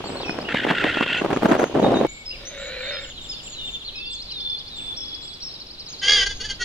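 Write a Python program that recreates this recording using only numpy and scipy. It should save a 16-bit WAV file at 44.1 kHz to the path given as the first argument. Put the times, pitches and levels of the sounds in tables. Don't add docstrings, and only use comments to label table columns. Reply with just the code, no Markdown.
import sys
import numpy as np
from scipy import signal
from scipy.fft import rfft, irfft, next_fast_len
from scipy.io import wavfile
from scipy.ndimage import uniform_filter1d

SR = 44100
rng = np.random.default_rng(int(sys.argv[2]) if len(sys.argv) > 2 else 0)


def unload_audio(sound):
    columns = np.transpose(np.atleast_2d(sound))
    steps = np.round(np.clip(columns, -1, 1) * 32767)
    wavfile.write(sys.argv[1], SR, steps.astype(np.int16))


N = 292912
T = np.arange(N) / SR

CUT_S = 2.068
EDGE_HZ = 15750

# start in seconds, end in seconds, starting level in dB before the voice's trim,
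# swell in dB per second, attack in seconds, release in seconds. Attack and release each span FADE_DB.
RASP_CALL = (.484, 1.212, -26.3, 6.5, .003, .02)
SCREECH_CALL = (6.013, 6.255, -21, 17, 0.02, 0.02)
GROAN_CALL = (2.33, 3.105, -38.5, 6.5, .27, .17)
FADE_DB = 15.5

FLAP_TIMES = [.528, .545, .559, .573, .588, 0.604, 0.62, .645, .673, .71, 0.737, .786, 0.843, .87, .915,
              .93, 1.065, 1.134]
CATCH_TIMES = [.537, .662, 1.054]
CATCH_HALF_S, CATCH_DB = 0.0053, -13.5

# frequency in Hz, width in Hz, relative level in dB.
RASP_THROAT = [(1429, 55, 6.5), (1840, 350, -3.5), (2714, 235, 2), (3140, 340, -5)]
STRAINED_THROAT = [(480, 55, -10), (1609, 70, -2), (2044, 100, -8.5), (2907, 84, -5.5), (3345, 200, -4),
                   (4593, 120, -1)]
GROAN_THROAT = [(546, 60, -1.5), (1524, 160, -7), (1860, 250, -8), (2290, 160, -6), (2730, 900, -14.5)]

# frequency in Hz, relative level in dB.
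RASP_AIR = [(900, -30), (1400, 8), (4300, 3), (5600, -10), (8000, -10.5), (9500, -41)]
SCREECH_AIR = [(800, -10), (1150, -12.5), (3300, -3), (6950, -1), (7600, -40), (9300, -14), (11000, -59)]

SQUEAL_PARTIALS = [-7.5, 4.2, -7]
SQUEAL_HZ, ARCH_LIFT, ARCH_TOP_S, ARCH_HALF_S = 1527, .093, 6.124, .043
PUSH_S, PUSH_DB, PUSH_RISE_S, PUSH_EBB_S = 6.083, 5.5, 0.0043, 0.093
WHISTLE_HZ, WHISTLE_DB = 4950, -1.5

# time in seconds, level in dB, half length in seconds, jaw opening as a pitch factor.
CLUCKS = [(6.27, -21.5, 0.0067, 0.96), (6.312, -30, 0.015, 1.03), (6.415, -28, 0.0087, 0.96),
          (6.454, -30, 0.013, 1.02), (6.509, -26.5, 0.012, .98), (6.623, -24.5, 0.013, 0.9)]

# time in seconds, peak in dB before the pop trim.
POPS = [(0.101, -18), (.155, -18.5), (.202, -23), (0.294, -10.5), (0.387, -14), (0.545, -9), (0.649, -7.5),
        (0.711, -6.5), (0.97, -9), (1.009, -4.5), (1.025, -9), (1.26, -10), (1.303, -12), (1.328, -7.5),
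        (1.362, -10), (1.371, -9), (1.457, -4), (1.918, -5)]
# frequency in Hz, relative level in dB.
POP_COLOUR = [(40, -37), (140, -6), (280, 1.5), (650, -3.5), (1600, -15), (4500, -35.5), (10500, -49.5),
              (15000, -64)]
# start in seconds, length in seconds, level in dB.
SURGES = [(0.668, 0.059, -24), (0.828, 0.042, -21.5), (1.217, 0.044, -23), (1.3, 0.038, -22.5),
          (1.435, 0.031, -18), (1.426, 0.14, -20.5), (1.511, .022, -12.5), (1.592, 0.049, -17),
          (1.75, 0.31, -18.5), (1.842, 0.023, -14.5)]
SURGE_RISE_DB_PER_S, SURGE_FALL_DB_PER_S, SIMMER_DB = 1400, 1000, -33.5
# frequency in Hz, gain in dB.
DULL = [(650, 1.5), (1300, -6)]
DULL_FROM_S = 1.7

SYLLABLES = { "tew": (0.0865, 0, [5650, 5350, 5320]), "slur": (.075, -5, [5250, 4950, 4150]),
             "seep": (.17, -20, [7150, 7840, 8050]), "arch": (0.14, 0, [6750, 7300, 7230, 6990, 6400]),
             "dip": (0.06, -5, [7000, 6330, 7100]), "rise": (0.0546, 4.7, [5500, 6110, 6300, 6300]),
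             "whistle": (.3, 10.5, [4890, 3720, 3518, 3508, 3448]), "held": (0.23, 0, [3400]),
             "lilt": (0.22, -7, [2500, 2680, 2820]), "warble": (0.06, 0, [3615, 4320, 4040, 3220]),
             "drop": (.034, 0, [4200, 3700, 2950]), "flick": (.042, 3, [4200, 4600, 6050]),
             "zip": (0.041, -8, [5900, 4300, 3800])}
NOTES = { "tew": [(.248, -42.5), (2.25, -38.5, 0.94), (2.912, -44.5, 0.96), (4.962, -37.5), (5.418, -37.5),
         (.235, -39, .47), (3.575, -43, .54)], "slur": [(3.285, -37.5), (3.95, -43.5)], "seep": [(.04, -53),
         (2.075, -50.5, 0.94), (4.75, -55.5), (5.21, -58.5)], "dip": [(5.882, -46), (6.343, -49),
         (1.825, -39, 0.578), (1.94, -38, .58)], "rise": [(1.575, -46), (2.449, -40.5)],
         "held": [(2.03, -48, 0.66), (2.8, -38, 1.08), (4.95, -40), (5.14, -45)], "lilt": [(3.932, -44.5)],
         "warble": [(0.037, -44, 1.06), (.152, -43), (2.303, -41.5, .66), (.445, -39, 0.68), (3.84, -38),
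         (4.1, -49.5, 1.804)], "drop": [(.21, -40), (4.3, -46, .78), (4.78, -47, .78)]}
# syllable, start in seconds, end in seconds, period in seconds,
# typical level in dB before the birds' trim, pitch factor.
RUNS = [("flick", .09, .45, .1, -47.5, 0.99), ("dip", 1.168, 2, .156, -53, 1),
        ("arch", 2.565, 3.7, .213, -50.5, 0.99), ("drop", 2.955, 3.9, .0708, -44, .87),
        ("whistle", 3.11, 3.6, .395, -40, 1.02), ("whistle", 3.905, 4.8, .38, -37, 1),
        ("flick", 4.102, 4.7, .0922, -40.5, 0.97), ("flick", 4.747, 7.1, .0935, -46.5, .93),
        ("zip", 5.077, 6.02, .0651, -44, 1)]
# start in seconds, end in seconds, top level in dB before the birds' trim,
# base pitch factor, note count.
CHATTER = [(3.78, 4.62, -42.5, 1.06, 19)]

# frequency in Hz, relative level in dB.
HILL_AIR = [(30, 1.5), (110, 6), (1200, -23.5), (3000, -5.5), (8500, -31.5), (15000, -42.5)]
PEN_AIR = [(50, 5), (350, 0), (1900, -14), (3800, -3), (7000, -24.5), (15000, -35)]
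HILL_DB, PEN_DB = -41.5, -46
# time in seconds, level in dB.
RUMBLE = [(3.1, -48), (5.9, -54), (6.1, -38)]

# frequency in Hz, side level against the middle in dB.
SPUTTER_WIDTH = [(280, -13), (700, -5.5), (2400, -6)]
AIR_WIDTH = [(60, -20.5), (380, -11.5), (1300, 1.5)]


def rasp(level_db=-.5, air_db=-14.5, rattle_hz=95, rattle_db=2.3, bend=0.357, flap_s=0.00338,
         snap_db=4, shut_db=-10, shut_s=0.0061, uneven_db=1.5, brighten_db=6.5):
    kick = sum(bump(s, flap_s) for s in FLAP_TIMES)
    shut = sum(bump(s + shut_s, flap_s) for s in FLAP_TIMES)
    bent = sum(bump(s + flap_s, flap_s) for s in FLAP_TIMES)
    rattle = wander(rattle_hz)
    jaw = 1 + bend * bent + 0.035 * rattle
    envelope = effort(RASP_CALL)
    drive = noise() * (envelope > 0)
    low = steady(throat(drive, RASP_THROAT[:2], jaw), size=400)
    high = steady(throat(drive, RASP_THROAT[2:], jaw), size=400)
    brighter = np.clip((T - .9) / 0.18, 0, 1)
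    voice = steady(low + high * amp(-4 + brighten_db * brighter))
    voice = signal.sosfilt(signal.butter(6, 1280, "highpass", fs=SR, output="sos"), voice)
    breath = amp(air_db) * steady(colour(drive, RASP_AIR))
    caught = sum(bump(s, CATCH_HALF_S) for s in CATCH_TIMES)
    gain_db = level_db + uneven_db * wander(34) + rattle_db * rattle
    gain_db = gain_db + snap_db * kick + shut_db * shut + CATCH_DB * caught
    return amp(gain_db) * envelope * (voice + breath)


def screech(level_db=-4, throat_db=-3.5, air_db=-6.5, fold_hz=465, fold_depth=0.33, jitter=0.00683,
            throb_hz=78, throb_depth=0.52, throb_s=6.1095, soften_db=3, beat_db=-8):
    rise = np.clip(1 + (T - PUSH_S) / PUSH_RISE_S, 0, 1)
    push = rise * np.exp(-(np.maximum(T - PUSH_S, 0) / PUSH_EBB_S) ** 2)
    gain = effort(SCREECH_CALL) * amp(PUSH_DB * push)
    pitch = SQUEAL_HZ * (1 + ARCH_LIFT * bump(ARCH_TOP_S, ARCH_HALF_S))
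    below_top = pitch / pitch.max()
    high = glide(pitch * (1 + jitter * wander(254)))
    low = glide(fold_hz * (1 + 0.0254 * wander(194)) * below_top)
    partials = sum(amp(db + k * soften_db * (push - 1)) * np.cos((k + 1) * high)
                   for k, db in enumerate(SQUEAL_PARTIALS))
    fold = np.cos(low) + np.cos(2 * low) / 2
    squeal = unit(amp(beat_db) * np.cos(high + low) + partials * (1 + fold_depth * fold))
    jaw = np.sqrt(pitch / pitch.mean())
    strain = steady(throat(noise() * (gain > 0), STRAINED_THROAT, jaw), size=400)
    whistle_hz = WHISTLE_HZ * (SQUEAL_HZ / pitch) ** .72
    whistle = np.sin(glide(whistle_hz * (1 + jitter * wander(210))))
    tones = squeal + amp(WHISTLE_DB) * whistle * (1 + push) / 2
    rush = unit(colour(buzz(below_top), SCREECH_AIR))
    throb = 1 + throb_depth * bump(throb_s, 0.021) * np.cos(2 * np.pi * throb_hz * (T - throb_s))
    return amp(level_db) * gain * throb * (tones + amp(throat_db) * strain + amp(air_db) * rush)


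def clucks(air_db=-5):
    gain = sum(amp(db) * bump(s, half) for s, db, half, _ in CLUCKS)
    nearest = np.argmin([abs(T - row[0]) for row in CLUCKS], axis=0)
    jaw = uniform_filter1d(np.array(CLUCKS)[nearest, 3], size=600)
    drive = buzz(jaw)
    calling = T > SCREECH_CALL[1]
    voice = steady(throat((drive + noise()) * calling, STRAINED_THROAT, jaw), size=400)
    return gain * calling * (voice + amp(air_db) * unit(colour(drive, SCREECH_AIR)))


def buzz(jaw, fold_hz=424, breath_db=-5, jitter=.011):
    turns = np.cumsum(fold_hz * jaw * (1 + jitter * wander(120))) // SR
    pulses = np.diff(turns, prepend=0)
    return unit(unit(pulses - pulses.mean()) + amp(breath_db) * noise())


def groan(level_db=-1.5, creak_hz=125, breath=0.041, rise_per_s=0.3, open_s=2.747,
          brighten_db_per_s=10, whine_hz=3930, warble=0.0484):
    phase = cycles(creak_hz, jitter=.35)
    pulses = (np.diff(phase, prepend=0) < 0) * amp(3.6 * wander(80))
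    envelope = effort(GROAN_CALL)
    drive = (pulses + breath * noise() * np.exp(-phase)) * (envelope > 0)
    low = throat(drive, GROAN_THROAT[:1], np.ones(N), drift=.035)
    high = throat(drive, GROAN_THROAT[1:], np.ones(N), drift=.035)
    since = np.clip(T - open_s, -.4, .2)
    flutter = np.cos(2 * np.pi * cycles(125, jitter=.25))
    whine_path = whine_hz * (1 + rise_per_s * since) * (1 + warble * (flutter + wander(850) / 2))
    whine = np.sin(glide(whine_path)) * (1 + flutter / 2) * bump(open_s, 0.32)
    return amp(level_db) * envelope * (low + high * amp(brighten_db_per_s * since) + whine)


def effort(call):
    start, end, db, swell, attack, release = call
    t = np.clip(T, start, end)
    faded = np.maximum(1 - np.minimum((t - start) / attack, (end - t) / release), 0)
    edges = np.clip(np.minimum(t - start, end - t) / 0.0057, 0, 1)
    return amp(db + swell * (t - start) - FADE_DB * faded) * edges


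def throat(drive, modes, jaw, drift=0.014, reach_hz=1400):
    out = np.zeros(N)
    live = np.flatnonzero(drive)
    span = slice(live[0], live[-1])
    for hz, width, db in modes:
        path = hz * jaw[span] ** min(reach_hz / hz, 1) * (1 + drift * wander(23)[span])
        turn = np.exp(1j * glide(path))
        r = np.exp(-np.pi * width / SR)
        ringing = signal.lfilter([(1 - r) ** 2], [1, -2 * r, r * r], drive[span] / turn)
        out[span] += amp(db) * (turn * ringing).real
    return steady(out * SR)


def cycles(rate_hz, jitter):
    return np.cumsum(rate_hz * np.exp(jitter * wander(rate_hz))) / SR % 1


def sputter(clump_db=4.5, pop_db=-1, pop_s=0.0013, grit_per_s=110, grit_db=-12):
    clumps, gain = amp(clump_db * wander(166)), surging()
    t, layers = T[:SR // 20], []
    for _ in range(2):
        crackle = gain * steady(colour(noise() * clumps, POP_COLOUR), size=1800)
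        crackle += amp(grit_db) * gain * noise() * (rng.random(N) < grit_per_s / SR)
        for s, db in POPS:
            envelope = np.roll(t * np.exp(-t / pop_s), len(t) // 2)
            pop = colour(rng.standard_normal(len(t)) * envelope, POP_COLOUR)
            add(crackle, s - t[-1] / 2, amp(db + pop_db) * pop / abs(pop).max())
        layers.append(np.where(T < DULL_FROM_S, crackle, colour(crackle, DULL)))
    return .8 * np.tanh(wide(*layers, SPUTTER_WIDTH) / .8)


def surging():
    power = amp(SIMMER_DB) ** 2
    for start, length, db in SURGES:
        before_db = (start - T) * SURGE_RISE_DB_PER_S
        after_db = (T - start - length) * SURGE_FALL_DB_PER_S
        power = power + amp(db - np.clip(np.maximum(before_db, after_db), 0, 100)) ** 2
    return np.sqrt(power)


def birds(level_db=3, uneven_db=2.5):
    out = np.zeros(N)
    for name, notes in NOTES.items():
        for s, *note in notes:
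            add(out, s, chirp(name, *note))
    for name, first, until, period, db, pitch in RUNS:
        for s in np.arange(first, until, period):
            add(out, s, chirp(name, db + uneven_db * rng.standard_normal(), pitch))
    for start, end, db, pitch, count in CHATTER:
        for k, (late, kind, size, high) in enumerate(rng.random((round(count), 4))):
            name = ["warble", "drop"][int(kind * 2)]
            s = start + (end - start) * (k + late) / count
            add(out, s, chirp(name, db - 6 * size, pitch * (.92 + .12 * high)))
    return amp(level_db) * out


def chirp(name, db, pitch=1, waver=0.0027, flutter_db=3.5):
    length, swell_db, path = SYLLABLES[name]
    u = np.linspace(0, 1, int(length * SR))
    hz = np.polyval(np.polyfit(np.linspace(0, 1, len(path)), path, len(path) - 1), u)
    shake, flutter = (np.interp(u * length, np.arange(200) / 200, row)
                      for row in rng.standard_normal((2, 200)))
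    tone = np.sin(glide(hz * pitch * (1 + waver * shake)))
    tone = tone * amp(swell_db * u + flutter_db * flutter)
    return amp(db) * unit(tone * signal.windows.tukey(len(u), .35))


def air(points):
    mid, other = (unit(colour(noise(), points)) for _ in range(2))
    return wide(mid, other, AIR_WIDTH) * amp(1.05 * wander(2.9))


def outdoors(x, wet_db, t60, lag_ms=0):
    t, size = T[:SR], next_fast_len(N)
    sparse = rng.standard_normal((2, SR)) * (rng.random((2, SR)) < .05)
    taps = sparse * amp(-60 * t / t60)
    taps /= np.linalg.norm(taps, axis=1, keepdims=True)
    phase = np.clip(2 * np.pi * np.fft.rfftfreq(size, 1000 / SR) * lag_ms, -1.8, 1.8)
    left = irfft(rfft(x, size) * np.exp(-1j * phase), size)[:N]
    echoes = signal.fftconvolve(x[None], taps, axes=1)[:, :N]
    return np.array([left, x]) + amp(wet_db) * echoes


def wide(mid, other, width):
    return mid + colour(other, width) * np.array([[1], [-1]])


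def amp(db):
    return 10 ** (np.asarray(db) / 20)


def unit(x):
    return x / np.sqrt(np.mean(x ** 2) + 1e-20)


def steady(x, size=1500):
    return x / np.sqrt(abs(uniform_filter1d(x ** 2, size)) + 1e-9)


def curve(rows):
    return np.interp(T, *np.transpose(rows))


def bump(s, half_s):
    out = np.zeros(N)
    near = slice(*np.searchsorted(T, [s - 6 * half_s, s + 6 * half_s]))
    out[near] = np.exp(-.5 * ((T[near] - s) / half_s) ** 2)
    return out


def glide(hz):
    return 2 * np.pi * np.cumsum(hz) / SR


def noise():
    return rng.standard_normal(N)


def wander(rate_hz):
    size = next_fast_len(N)
    hz = np.arange(0, min(4 * rate_hz, SR / 2), SR / size)
    bins = rng.standard_normal((len(hz), 2)) @ [1, 1j]
    return unit(irfft(bins * np.exp(-(hz / rate_hz) ** 2), size)[:N])


def colour(x, points):
    hz, db = np.transpose(points)
    size = next_fast_len(len(x))
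    log_hz = np.log(np.fft.rfftfreq(size, 1 / SR) + 1)
    return irfft(rfft(x, size) * amp(np.interp(log_hz, np.log(hz), db)), size)[:len(x)]


def add(mix, s, sound):
    part = mix[max(round(s * SR), 0):][:len(sound)]
    part += sound[:len(part)]


def scene():
    hill = outdoors(rasp(), wet_db=-13.0, t60=0.38) + sputter()
    hill += amp(HILL_DB) * air(HILL_AIR)
    pen = outdoors(screech() + clucks(), wet_db=-8, t60=0.22)
    pen += outdoors(groan(), wet_db=-8.5, t60=0.16, lag_ms=-0.061)
    pen += amp(PEN_DB) * air(PEN_AIR)
    pen += amp(curve(RUMBLE)) * air([(45, -4.0), (300, -32.5), (900, -75)])
    song = outdoors(birds(), wet_db=-6, t60=.55, lag_ms=.15)
    return np.where(T < CUT_S, hill, pen) + song


def record(dry):
    lowpass = signal.firwin(511, EDGE_HZ, window=("kaiser", 9), fs=SR)
    return signal.oaconvolve(dry, lowpass[None], "same")


dry = scene()
out = record(dry)
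unload_audio(out)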